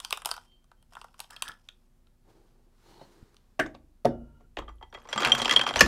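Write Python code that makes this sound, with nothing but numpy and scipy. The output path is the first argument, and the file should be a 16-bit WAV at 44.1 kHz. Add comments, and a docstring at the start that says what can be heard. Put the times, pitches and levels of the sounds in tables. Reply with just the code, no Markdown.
"""Fitting gearbox parts

Steel gearbox parts go into an upright drum stack on a workshop bench, heard by a lapel microphone.
A thin washer ticks and slides down the shaft: blows and rough friction set noise bands and notes ringing.
A shirt rustles (shaped noise and a gliding whistle) as a heavy gear carrier is lifted over. It knocks
on the shaft, then its teeth rattle and grind into the ring gear until it drops home.
Air, hum and a low rocking lie below; noise that dies away makes the room."""
import sys
import numpy as np
from scipy import signal
from scipy.fft import rfft, irfft
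from scipy.io import wavfile

SR = 44100
rng = np.random.default_rng(int(sys.argv[2]) if len(sys.argv) > 2 else 0)


def bounce(signal):
    """Save signal as a 16-bit WAV file at the path given by the first command-line argument."""
    frames = np.transpose(np.atleast_2d(signal))
    limited = np.clip(frames, -1, 1)
    pcm = np.round(limited * 32767).astype(np.int16)
    wavfile.write(sys.argv[1], SR, pcm)


N = 258867

# Levels of blows, notes and bands add up in dB, so each is a strength and not the final loudness.
# Air: (frequency [Hz], level [dB per Hz]), and its overall level [dB]
AIR = [(21, -33), (35, -4), (54, -10), (241, -20), (312, -29.5), (364, -20.5), (425, -39), (472, -28.5),
       (2330, -42), (12100, -46), (16500, -52)]
AIR_DB = -67.5
# Hum of the building: (frequency [Hz], average level [dB])
HUM = [(27, -64.5), (118.4, -84.5), (242, -79.5), (361, -87.5)]

# Small bright ticks: mostly the washer touching shaft and hub, the last two small contacts during
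# the carrier's lift: (time [s], strength [dB], hollow part [dB], bright part [dB])
TICKS = [(0.001, -30.5, -10, 0), (0.048, -26, -14, -2), (0.1068, -26.5, -12, -1.5), (0.126, -19, -5.5, -1),
         (0.173, -31.5, -1.5, -3), (0.2188, -36, -3.5, -13.5), (0.2486, -32, -3, -5.5),
         (0.2575, -19.5, -3, 2), (0.271, -38, -0.5, 1), (0.2897, -39, 5, 5.5), (0.307, -47, 0, 5),
         (0.3132, -19, -10.5, -0.5), (0.3392, -40.5, 6.5, 4.5), (0.3648, -44.5, 1, 3),
         (0.378, -42.5, 1, -16), (0.642, -63.5, 0.5, 7), (0.7153, -55, 8, -9), (0.826, -62, -3.5, 1),
         (0.9224, -65, 19, 3), (0.934, -53, 1.5, -2), (0.9522, -39, -6, -12.5), (0.9675, -53, 19.5, -21),
         (1.0141, -40.5, 2, -7), (1.043, -53, 13.5, 8.5), (1.083, -63, 6, -8), (1.142, -52, 2, -9),
         (1.1924, -40, -7, 0), (1.202, -31, -7, 3.5), (1.2427, -38, -18, -32), (1.306, -37, -8, -4),
         (1.3632, -28.5, -25, -21), (1.422, -19.5, -10.5, 1.5), (1.4798, -28, -26, -19),
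         (1.4853, -41, -23, 13.5), (1.5172, -38, -30, -25), (1.6873, -38, -10.5, -9),
         (2.0699, -51, -27, -35), (3.3438, -54, -14, -13), (3.3664, -44, -24, -17)]
# Washer scraping along the shaft: (start [s], full [s], fading [s], end [s], level [dB])
# In a few rows here and in SHIRT the times are out of order: those strokes are cut short or jump.
WASHER_SLIDE = [(0.0, .02, 0.14, 0.21, -61.5), (.1, .13, 0.2, 0.23, -57.5), (.24, .27, 0.32, 0.5, -57),
                (.88, .93, 0.97, 1.18, -66), (1.13, 1.19, 1.24, 1.3, -64), (1.27, 1.3, 1.34, 1.5, -63),
                (1.41, 1.43, 1.36, 1.9, -68), (1.64, 1.68, 1.83, 1.67, -66)]
# Long notes of the ticks: (frequency [Hz], level [dB], time to fall 60 dB [s])
TICK_MODES = [(702, -16, 0.045), (1360, -11, 0.07), (3160, -19, .04)]
# Crowded, quickly damped modes of the ticks: (frequency [Hz], level per band [dB], time to fall 60 dB [s])
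TICK_CLACK = [(437.7, -14.5, 0.017), (880, 8.5, 0.0032), (1247, 5, 0.041), (2230, -14, 0.019),
              (2660, 1.5, 0.021), (5156, 1, 0.005), (6476, -1, 0.014), (7240, -2.5, 0.0084),
              (8660, 3, 0.02), (15170, -9.5, 0.0079)]
# Hiss of the slide: (frequency [Hz], level [dB per Hz])
SCRAPE = [(1180, -33), (2000, -1), (2170, -11), (2410, -4), (3210, -1.5), (4060, -15.5), (5270, 6),
          (6050, -7), (9240, -10), (14000, -19)]
SCRAPE_DB = -1  # compared with the slide
# Ringing of a -32 dB tick [dB]; softer ticks ring relatively more [dB per dB]
TICK_RING_DB, TICK_RING_SLOPE = -7, -0.061
# Rim singing under a rough, grainy slide: (time [s], level [dB])
RIM_STROKE = [(.46, -72), (.52, -62.5), (.6, -74.5), (.66, -91), (.75, -88), (.8, -77), (.83, -82.5)]
# Notes of the rim: (frequency [Hz], level [dB])
RIM_NOTES = [(3150, -3), (4440, -19.5)]
# Hub singing under a rough, grainy slide: (time [s], level [dB])
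HUB_STROKE = [(1.305, -48.5), (1.4, -69), (1.49, -44), (1.64, -98)]
# Notes of the hub: (frequency [Hz], level [dB])
HUB_NOTES = [(1350, 0.5), (1700, -2), (5200, -13)]

# Single dying notes of the metal: faint pings, and the strong low notes of the carrier dropping home:
# (time [s], frequency [Hz], level [dB], time to fall 60 dB [s])
SINGLE_NOTES = [(0.0507, 4750, -50, 0.12), (.316, 3120, -46.5, 0.19), (1.366, 3230, -35, 0.028),
                (4.756, 10920, -57.5, .012), (4.784, 3200, -50, 0.0066), (4.901, 5760, -59, 0.026),
                (5.025, 11500, -53, .008), (5.039, 8500, -49, 0.0074), (5.074, 8600, -57, .008),
                (5.7912, 6375, -14.5, 0.023), (5.791, 2930, -15.5, 0.038), (5.8088, 1765, -0.5, 0.032)]
SWELL_S = 0.0011  # time constant of the rise of a note

# Shirt strokes against the microphone:
# (start [s], full [s], fading [s], end [s], dull rub level [dB], swish level [dB])
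SHIRT = [(2.2, 2.29, 2.32, 2.96, -63.5, -72.5), (2.72, 2.89, 2.9, 3.66, -61, -63),
         (3.08, 3.18, 3.1, 3.36, -65.5, -77), (3.35, 3.39, 3.84, 3.344, -51, -89)]
STROKE_DEPTH_DB = 23  # a stroke rises by this much and falls again
# Dull rub of the cloth: (frequency [Hz], level [dB per Hz])
RUB = [(59, -30.5), (100, 2.5), (257, -7), (350, 6.5), (600, -9), (845, -6), (1000, -13), (2500, -38),
       (3250, -62.5), (5500, -120)]
# Swish of the cloth: (frequency [Hz], level [dB per Hz])
SWISH = [(880, -2.5), (1500, -5), (2560, -11.5), (3700, -10.5), (4270, -9.5), (14900, -24), (16000, -28.5)]
# Knit weave singing with the speed of the sleeve: (time [s], frequency [Hz])
WEAVE = [(2.8, 9700), (2.91, 15600), (2.96, 13800), (3.0, 15200), (3.05, 13600), (3.09, 11300),
         (3.17, 10400)]
WEAVE_DB = -89
# Cloth bumping the microphone: (time [s], peak level [dB])
BUMPS = [(3.229, -39), (3.238, -47)]

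# Loose pinions whispering while the carrier is swung over: (time [s], level [dB])
PINION_STROKE = [(2.82, -79), (2.9, -74), (3.02, -65), (3.12, -89)]
# Notes of the pinions: (frequency [Hz], level [dB])
PINION_NOTES = [(845, 5.5), (2960, -6), (3870, -9), (4270, -1)]

# Carrier bumping and knocking: (time [s], strength [dB], thud part [dB], bright part [dB])
KNOCKS = [(3.015, -42.5, -4.5, -16), (3.597, -17.5, -12, -2.5), (3.662, -45, 5, 4),
          (3.749, -38.5, -30, -12.5), (4.053, -7, -10.5, -21.5), (4.408, -51, -7.5, -18.5),
          (4.588, -32.5, -2.5, -5), (5.156, -38, 5.5, -29), (5.812, -11.5, -6, 1.5)]
# Long notes of the stack: (frequency [Hz], level [dB], time to fall 60 dB [s])
STACK_MODES = [(132.7, -9, 0.21), (236.1, -8.5, 0.37), (382, -6, 0.04), (547, 3, 0.035), (715, -0.5, 0.051),
               (1120, 5.5, 0.029), (1940, -6.5, 0.054)]
# Crowded, quickly damped modes of the stack: (frequency [Hz], level per band [dB], time to fall 60 dB [s])
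STACK_CLACK = [(130.3, -15.5, 0.15), (231, -6.5, 0.39), (490, -3, 0.052), (1040, -5, 0.045),
               (1932, -8.5, 0.12), (3000, 2, 0.025), (5130, -2, 0.011), (7850, -16, 0.082),
               (15800, -22, 0.016)]
# An edge touches just before the weight lands
KNOCK_RING_DB, FIRST_TOUCH_S, FIRST_TOUCH_DB = -6, 0.004796, -7.5

# Shoves that set the stack rocking: (time [s], level [dB])
SHOVES = [(3.6, -50), (4.05, -46), (4.579, -47.5), (5.25, -49.5), (5.76, -43), (5.83, -35.5)]
# Low tones of the rocking: (frequency [Hz], level [dB])
ROCKING = [(29, -4), (54, -3), (80, -9)]
ROCK_RISE_S, ROCK_T60_S = 0.012, 1.28  # rise, and time to fall 60 dB

# Shaft singing softly under friction: (time [s], level [dB])
SHAFT_STROKE = [(4.08, -52), (4.2, -66.5), (4.33, -69), (4.46, -70.5)]
# Notes of the shaft: (frequency [Hz], level [dB])
SHAFT_NOTES = [(931, -11.5), (1390, -5), (2910, -17)]

# Tooth on tooth: (time [s], strength [dB], bright part [dB], ringing [dB])
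MESHING = [ (4.569, -23.5, -21.5, -23), (4.587, -28.5, -36, -22.5), (4.619, -49.5, -37, 0.5),
           (4.68, -41.5, -37, -3), (4.69, -50.5, -15, -5.5), (4.811, -60.5, -15, -4),
           (4.826, -44, -21, -3.5), (4.926, -47.5, -5, -12), (4.946, -32, -30, -7.5), (4.973, -48, -26, -7),
           (5.052, -56.5, -15, -3), (5.088, -37.5, -9, -5.5), (5.128, -19.5, -11.5, -6),
           (5.159, -31.5, -48, 3), (5.177, -14.5, -22, 1.5), (5.207, -31, -13, -6), (5.221, -18, -26, -1.5),
           (5.231, -12.5, -25, -6), (5.248, -8.5, -10.5, -30), (5.257, -22.5, -18, 3.5),
           (5.27, -18, -20, -23), (5.283, -25.5, -18, 4.5), (5.302, -22, -37, -24),
           (5.319, -11, -11.5, 1.5), (5.349, -19, 0, -30), (5.365, -38, -36, -15), (5.398, -22.5, -46, 2),
           (5.417, -17.5, -7.5, -3), (5.447, -19.5, -13, 1), (5.456, -14.5, -14, -12),
           (5.478, -15, -20, -14), (5.494, -12.5, -14.5, -6.5), (5.510, -13, -8, -5),
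           (5.524, -11, -13.5, -11), (5.535, -9, -21, -23), (5.562, -8.5, -13.5, -1.5),
           (5.593, -13.5, -23, -17), (5.612, -18.5, -16, -0.5), (5.636, -43, 4, 0), (5.665, -15, -23.5, 0),
           (5.689, -20.5, -9, -8.5), (5.707, -25.5, -14, -26), (5.738, -19, -29, -17),
           (5.758, -8.5, -21, -3), (5.767, -23, -11, -3), (5.794, -23.5, 7, -22), (5.807, 6, -9.5, -23)]
# Teeth rubbing: (time [s], level [dB])
GEAR_GRIND = [(4.93, -57.5), (5.05, -67), (5.2, -42.5), (5.304, -35.5), (5.384, -42), (5.6, -41.5),
              (5.87, -42.5)]
# Long notes of the gears: (frequency [Hz], level [dB], time to fall 60 dB [s])
GEAR_MODES = [(858, -3.5, 0.035), (1191, -2, 0.07), (1983, -13, 0.21), (3197, -2, 0.086), (3266, -1, 0.078),
              (2590, -18, 0.077), (4710, -19.5, 0.1), (5840, -12, 0.087), (7480, -13, 0.14),
              (9400, -16, 0.072), (11400, -34, 0.075)]
# Crowded, quickly damped modes of the gears: (frequency [Hz], level per band [dB], time to fall 60 dB [s])
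GEAR_CLACK = [(250.6, -13.5, 0.079), (568, 0.5, 0.018), (1200, 0, 0.08), (1570, 2, 0.017),
              (1960, -8.5, 0.078), (3020, -1, 0.0097), (4780, -5.5, 0.054), (7900, -8.5, 0.039),
              (14900, -21.5, 0.01)]
# Low part of a -31 dB touch [dB]; softer touches are duller [dB per dB]
TOOTH_LOW_DB, TOOTH_LOW_SLOPE = -0.5, -0.61
# Loose contacts between the teeth: how many, level above the rubbing, and its spread
CHATTER_PER_S, CHATTER_DB, CHATTER_SPREAD_DB = 90, 9, 3.5
PRESSED_DB_PER_S = 696  # extra damping of the gears when rubbing at -40 dB

# Dying away of the room: (frequency [Hz], time to fall 60 dB [s])
ROOM_T60 = [(100, 1), (400, 0.41), (1500, 0.22), (5000, 0.2), (14000, 0.19)]
ROOM_DB = -14
CUTOFF_HZ = 16900


def from_db(db):
    """Gain of a level."""
    return 10 ** (np.asarray(db) / 20)


def rms_one(x):
    """Scale a sound to an average (rms) level of 1."""
    return x / np.sqrt(np.mean(x ** 2) + 1e-20)


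def in_time(rows, column=1):
    """Read one column of a curve at every sample."""
    rows = np.array(rows)
    return np.interp(np.arange(N) / SR, rows[:, 0], rows[:, column])


def gain_in_time(rows, column=1):
    """Turn a level curve into gain, with short fades to silence at both ends."""
    t = np.arange(N) / SR
    inside_s = np.minimum(t - rows[0][0], rows[-1][0] - t)
    edges = np.clip(inside_s / .03 + .3, 0, 1)
    return from_db(in_time(rows, column)) * edges


def stroked(strokes, column):
    """Add up strokes that swell, hold and fade."""
    shape_db = STROKE_DEPTH_DB * np.array([1, 0, 0, 1])
    return sum(gain_in_time(list(zip(row[:4], row[column] - shape_db))) for row in strokes)


def at_hz(points, hz, column=1):
    """Read a table at a pitch, with pitch spaced as the ear hears it (log frequency)."""
    points = np.array(points)
    return np.interp(np.log(hz), np.log(points[:, 0]), points[:, column])


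def coloured(spectrum):
    """Make noise of unit rms with the given spectrum and nothing outside it."""
    hz = np.arange(1, N // 2 + 2) * SR / N
    inside = (hz > spectrum[0][0]) & (hz < spectrum[-1][0])
    white = rfft(rng.standard_normal(N))
    return rms_one(irfft(white * from_db(at_hz(spectrum, hz)) * inside, N))


def flicker(rate, depth_db):
    """A gain that wanders at random: smoothed noise used as a level in dB."""
    r = np.exp(-2 * np.pi * rate / SR)
    wander = signal.lfilter([1], [1, -2 * r, r * r], rng.standard_normal(N))
    return from_db(depth_db * rms_one(wander))


def wavering(lines, rate, depth_db):
    """Low tones whose strength wanders."""
    t = np.arange(N) / SR
    # a sine peaks 3 dB above its rms
    return sum(from_db(db + 3) * flicker(rate, depth_db) * np.sin(2 * np.pi * hz * t) for hz, db in lines)


def ring(force, hz, t60):
    """A resonance: a unit click sets a dying sine of starting height 1 ringing."""
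    r = from_db(-60 / (max(t60, .002) * SR))
    w = 2 * np.pi * hz / SR
    return signal.lfilter([0, np.sin(w)], [1, -2 * r * np.cos(w), r * r], force + 1e-18)


def note(age, hz, db):
    """A sine that swells in quickly."""
    return from_db(db) * (1 - np.exp(-age / SWELL_S)) * np.sin(2 * np.pi * hz * age)


def rubbed(gain, per_s, size_db, grain_s):
    """Rough metal on metal: dense uneven catches, each a short pulse of force."""
    catches = rng.random(N) < per_s / SR
    size = from_db(size_db * np.minimum(rng.exponential(1, N), 4))
    pulses = signal.lfilter([1], [1, -np.exp(-1 / (grain_s * SR))], catches * size)
    return gain * rms_one(pulses)


def singing(stroke, notes, t60, catches_per_s):
    """Friction, a rain of small catches, keeps a few modes sounding, each wavering on its own."""
    force = rubbed(1, catches_per_s, size_db=2.5, grain_s=0.00047)
    tones = sum(from_db(db) * rms_one(ring(force * rng.standard_normal(N), hz, t60)) for hz, db in notes)
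    return gain_in_time(stroke) * tones


def tilt_db(blows, parts_hz, hz):
    """Level of each blow at one pitch: its colour columns rule below and above the middle."""
    low = np.interp(np.log(hz), np.log(parts_hz), [0.94, 0.00072, 0.0045])
    high = np.interp(np.log(hz), np.log(parts_hz), [0.06, 0.045, 0.82])
    return blows[:, 1] + low * blows[:, 2] + high * blows[:, 3]


def struck(blows, modes, parts_hz, rubbing, spread_db):
    """Blows, and rubbing as a rain of small ones, set long modes ringing, each with its own strength."""
    blows, out = np.array(blows), np.zeros(N)
    at = (blows[:, 0] * SR).astype(int)
    for hz, level_db, t60 in modes:
        force = rubbing * rng.standard_normal(N)
        db = tilt_db(blows, parts_hz, hz) + blows[:, 4] + rng.normal(0, spread_db, len(at))
        np.add.at(force, at, from_db(db) * rng.choice([-1, 1], len(at)))
        softened = signal.lfilter([.5], [1, -.5], force)
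        out += from_db(level_db) * ring(softened, hz, t60)
    return out


def clack(blows, body, parts_hz, rubbing, contact_s, snap_db, snap_s, spread_db):
    """Third-octave noise bands snap at each blow, then die at the body's rate; rubbing keeps them alive."""
    blows, out, white = np.array(blows), np.zeros(N), rng.standard_normal((2, N))
    at = (blows[:, 0] * SR).astype(int)
    rise = np.exp(-1 / (contact_s * SR))
    octaves = np.log2(body[-1][0] / body[0][0])
    for k, hz in enumerate(body[0][0] * 2 ** np.arange(0, octaves + .1, 1 / 3)):
        force = np.full(N, 1e-18)
        np.add.at(force, at, from_db(tilt_db(blows, parts_hz, hz) + rng.normal(0, spread_db, len(at))))
        t60 = max(at_hz(body, hz, column=2), .004)
        fall = from_db(-60 / (t60 * SR))
        dying = signal.lfilter([1], [1, -fall], force)
        snap = from_db(snap_db) * signal.lfilter([1], [1, -np.exp(-1 / (snap_s * SR))], force)
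        flare = signal.lfilter([1 - rise], [1, -rise], dying + snap) + rubbing
        sos = signal.butter(2, [hz * .89, min(hz * 1.12, 19000)], "band", fs=SR, output="sos")
        band = signal.sosfilt(sos, flare * white[k % 2])
        # narrow low bands catch less noise, so they are raised
        out += from_db(at_hz(body, hz)) * np.sqrt(SR / hz / 10) * band
    return out


def background():
    """Air as shaped noise, and the hum of the building as wavering low tones."""
    return from_db(AIR_DB) * coloured(AIR) + wavering(HUM, 3.1, 0.95)


def ticks_and_slide():
    """Bright short ticks with a hollow note from the drum, and the washer's slide with singing rim and hub."""
    slide = rubbed(stroked(WASHER_SLIDE, column=4), per_s=430, size_db=1.5, grain_s=0.0026)
    parts_hz = [1200, 3500, 9000]
    ticks = [(s, db, hollow, bright, TICK_RING_DB + TICK_RING_SLOPE * (db + 32.0))
             for s, db, hollow, bright in TICKS]
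    out = clack(ticks, TICK_CLACK, parts_hz, slide * from_db(-0.5),
                contact_s=0.00017, snap_db=-0.5, snap_s=0.00073, spread_db=3.5)
    out += struck(ticks, TICK_MODES, parts_hz, slide * from_db(-30), spread_db=7.0)
    out += from_db(SCRAPE_DB) * slide * coloured(SCRAPE)
    out += singing(RIM_STROKE, RIM_NOTES, t60=0.13, catches_per_s=740)
    return out + singing(HUB_STROKE, HUB_NOTES, t60=0.01804, catches_per_s=530)


def single_notes():
    """Single dying notes of the metal: faint pings, and strong low ones as the carrier drops home."""
    out = np.zeros(N)
    for s, hz, db, t60 in SINGLE_NOTES:
        age = np.maximum(np.arange(N) / SR - s, 0)
        out += note(age, hz, db - 60 * age / t60)
    return out


def shirt():
    """Cloth rub and swish as flickering noise, the thin whistle of the weave and two soft bumps."""
    out = stroked(SHIRT, column=4) * coloured(RUB) * flicker(24, 2.2)
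    out += stroked(SHIRT, column=5) * coloured(SWISH) * flicker(26, 1.1)
    whistle = gain_in_time([(WEAVE[0][0], WEAVE_DB), (WEAVE[-1][0], WEAVE_DB)])
    phase = 2 * np.pi * np.cumsum(in_time(WEAVE)) / SR
    out += whistle * flicker(66, 3.2) * np.sin(phase)
    for s, db in BUMPS:
        out += from_db(db) * np.exp(-((np.arange(N) / SR - s) / 0.0012) ** 2)
    return out


def pinions():
    """Loose pinions whisper: friction keeps their notes sounding softly."""
    return singing(PINION_STROKE, PINION_NOTES, t60=0.019, catches_per_s=1400)


def carrier_knocks(grind):
    """Heavy knocks shake the whole stack, and the grinding teeth keep its long notes alive."""
    stack_hz = [267, 630, 1400]
    knocks = [(s - early, db + loss_db, thud, bright, KNOCK_RING_DB) for s, db, thud, bright in KNOCKS
              for early, loss_db in ((0, 0), (FIRST_TOUCH_S, FIRST_TOUCH_DB))]
    out = clack(knocks, STACK_CLACK, stack_hz, 0,
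                contact_s=0.00035, snap_db=-8.5, snap_s=0.00048, spread_db=5.5)
    return out + struck(knocks, STACK_MODES, stack_hz, grind * from_db(-27.0), spread_db=4.5)


def rocking():
    """Each shove sets the stack rocking: low wavering tones that rise fast and die slowly."""
    t = np.arange(N) / SR
    sway = np.zeros(N)
    for s, db in SHOVES:
        dying_db = db - 60 * np.maximum(t - s, 0) / ROCK_T60_S
        sway += np.clip((t - s) / ROCK_RISE_S, 0, 1) * from_db(dying_db)
    return sway * wavering(ROCKING, 2.3, 5.0)


def shaft():
    """The shaft sings softly: friction keeps its notes sounding."""
    return singing(SHAFT_STROKE, SHAFT_NOTES, t60=0.094, catches_per_s=3700)


def chatter():
    """Small uneven contacts that follow the strength of the rubbing, some dull and some bright."""
    when = np.flatnonzero(rng.random(N) < CHATTER_PER_S / SR)
    when = when[when > GEAR_GRIND[0][0] * SR]
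    size, low, bright = rng.standard_normal((3, N))[:, when]
    db = in_time(GEAR_GRIND)[when] + CHATTER_DB + CHATTER_SPREAD_DB * size
    return list(zip(when / SR, db, -6 + 2.7 * low, -9 + 6.5 * bright, 0 * db))


def stopped(blows, modes, parts_hz, spread_db):
    """Each touch stops the ringing before it and starts its own; teeth pressed together damp it."""
    blows, out, n = np.array(blows), np.zeros(N), np.arange(N)
    at = (blows[:, 0] * SR).astype(int)
    last = np.maximum(np.searchsorted(at, n, side="right") - 1, 0)  # the latest touch at each sample
    pressed = PRESSED_DB_PER_S * (gain_in_time(GEAR_GRIND)[at[last]] * 100) ** .5
    age = np.maximum(n - at[last], 0) / SR
    for hz, level_db, t60 in modes:
        db = level_db + tilt_db(blows, parts_hz, hz) + blows[:, 4] + rng.normal(0, spread_db, len(at))
        out += note(age, hz, db[last] - (60 / t60 + pressed) * age)
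    return out


def gear_teeth(grind):
    """Teeth clack and chatter as noise bands; touches and grinding ring the gears."""
    gear_hz = [1020, 2660, 7200]
    teeth = [(s, db, TOOTH_LOW_DB + TOOTH_LOW_SLOPE * (db + 31), bright, ringing)
             for s, db, bright, ringing in MESHING]
    out = clack(teeth + chatter(), GEAR_CLACK, gear_hz, grind * from_db(-27.0),
                contact_s=0.0007, snap_db=5.5, snap_s=0.00068, spread_db=3.5)
    out += stopped(teeth, GEAR_MODES, gear_hz, spread_db=6.0)
    for hz, db, t60 in GEAR_MODES:
        out += from_db(db - 31) * ring(grind * rng.standard_normal(N), hz, t60)
    return out


def room(x):
    """Diffuse reflections: octave bands of noise, each dying at its own rate."""
    t = np.arange(SR // 2) / SR
    tail = np.zeros(len(t))
    for low in 70 * 2. ** np.arange(8):
        sos = signal.butter(2, [low, 2 * low], "band", fs=SR, output="sos")
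        band = signal.sosfilt(sos, rng.standard_normal(len(t)))
        tail += band * from_db(-60 * t / at_hz(ROOM_T60, 1.88 * low))
    tail *= np.clip(t / 0.0062, 0, 1)  # the reflections build up over the first few ms
    return signal.fftconvolve(x, tail / np.sqrt(np.sum(tail ** 2)))[:N]


def scene():
    """Metal parts in the room, with cloth, background and rocking close to the microphone."""
    metal = ticks_and_slide()
    grind = rubbed(gain_in_time(GEAR_GRIND), per_s=350, size_db=9.0, grain_s=0.0087)
    metal += carrier_knocks(grind) + gear_teeth(grind) + pinions() + shaft() + single_notes()
    in_room = metal + from_db(ROOM_DB) * room(metal)
    return (in_room + shirt() + background() + rocking())[None]


def record(dry):
    """Loud peaks are rounded off, then the top of the treble is cut."""
    rounded = np.tanh(dry * 1.05) / 1.05
    return signal.sosfilt(signal.cheby2(16, 90, CUTOFF_HZ, fs=SR, output="sos"), rounded)


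dry = scene()
out = record(dry)
bounce(out)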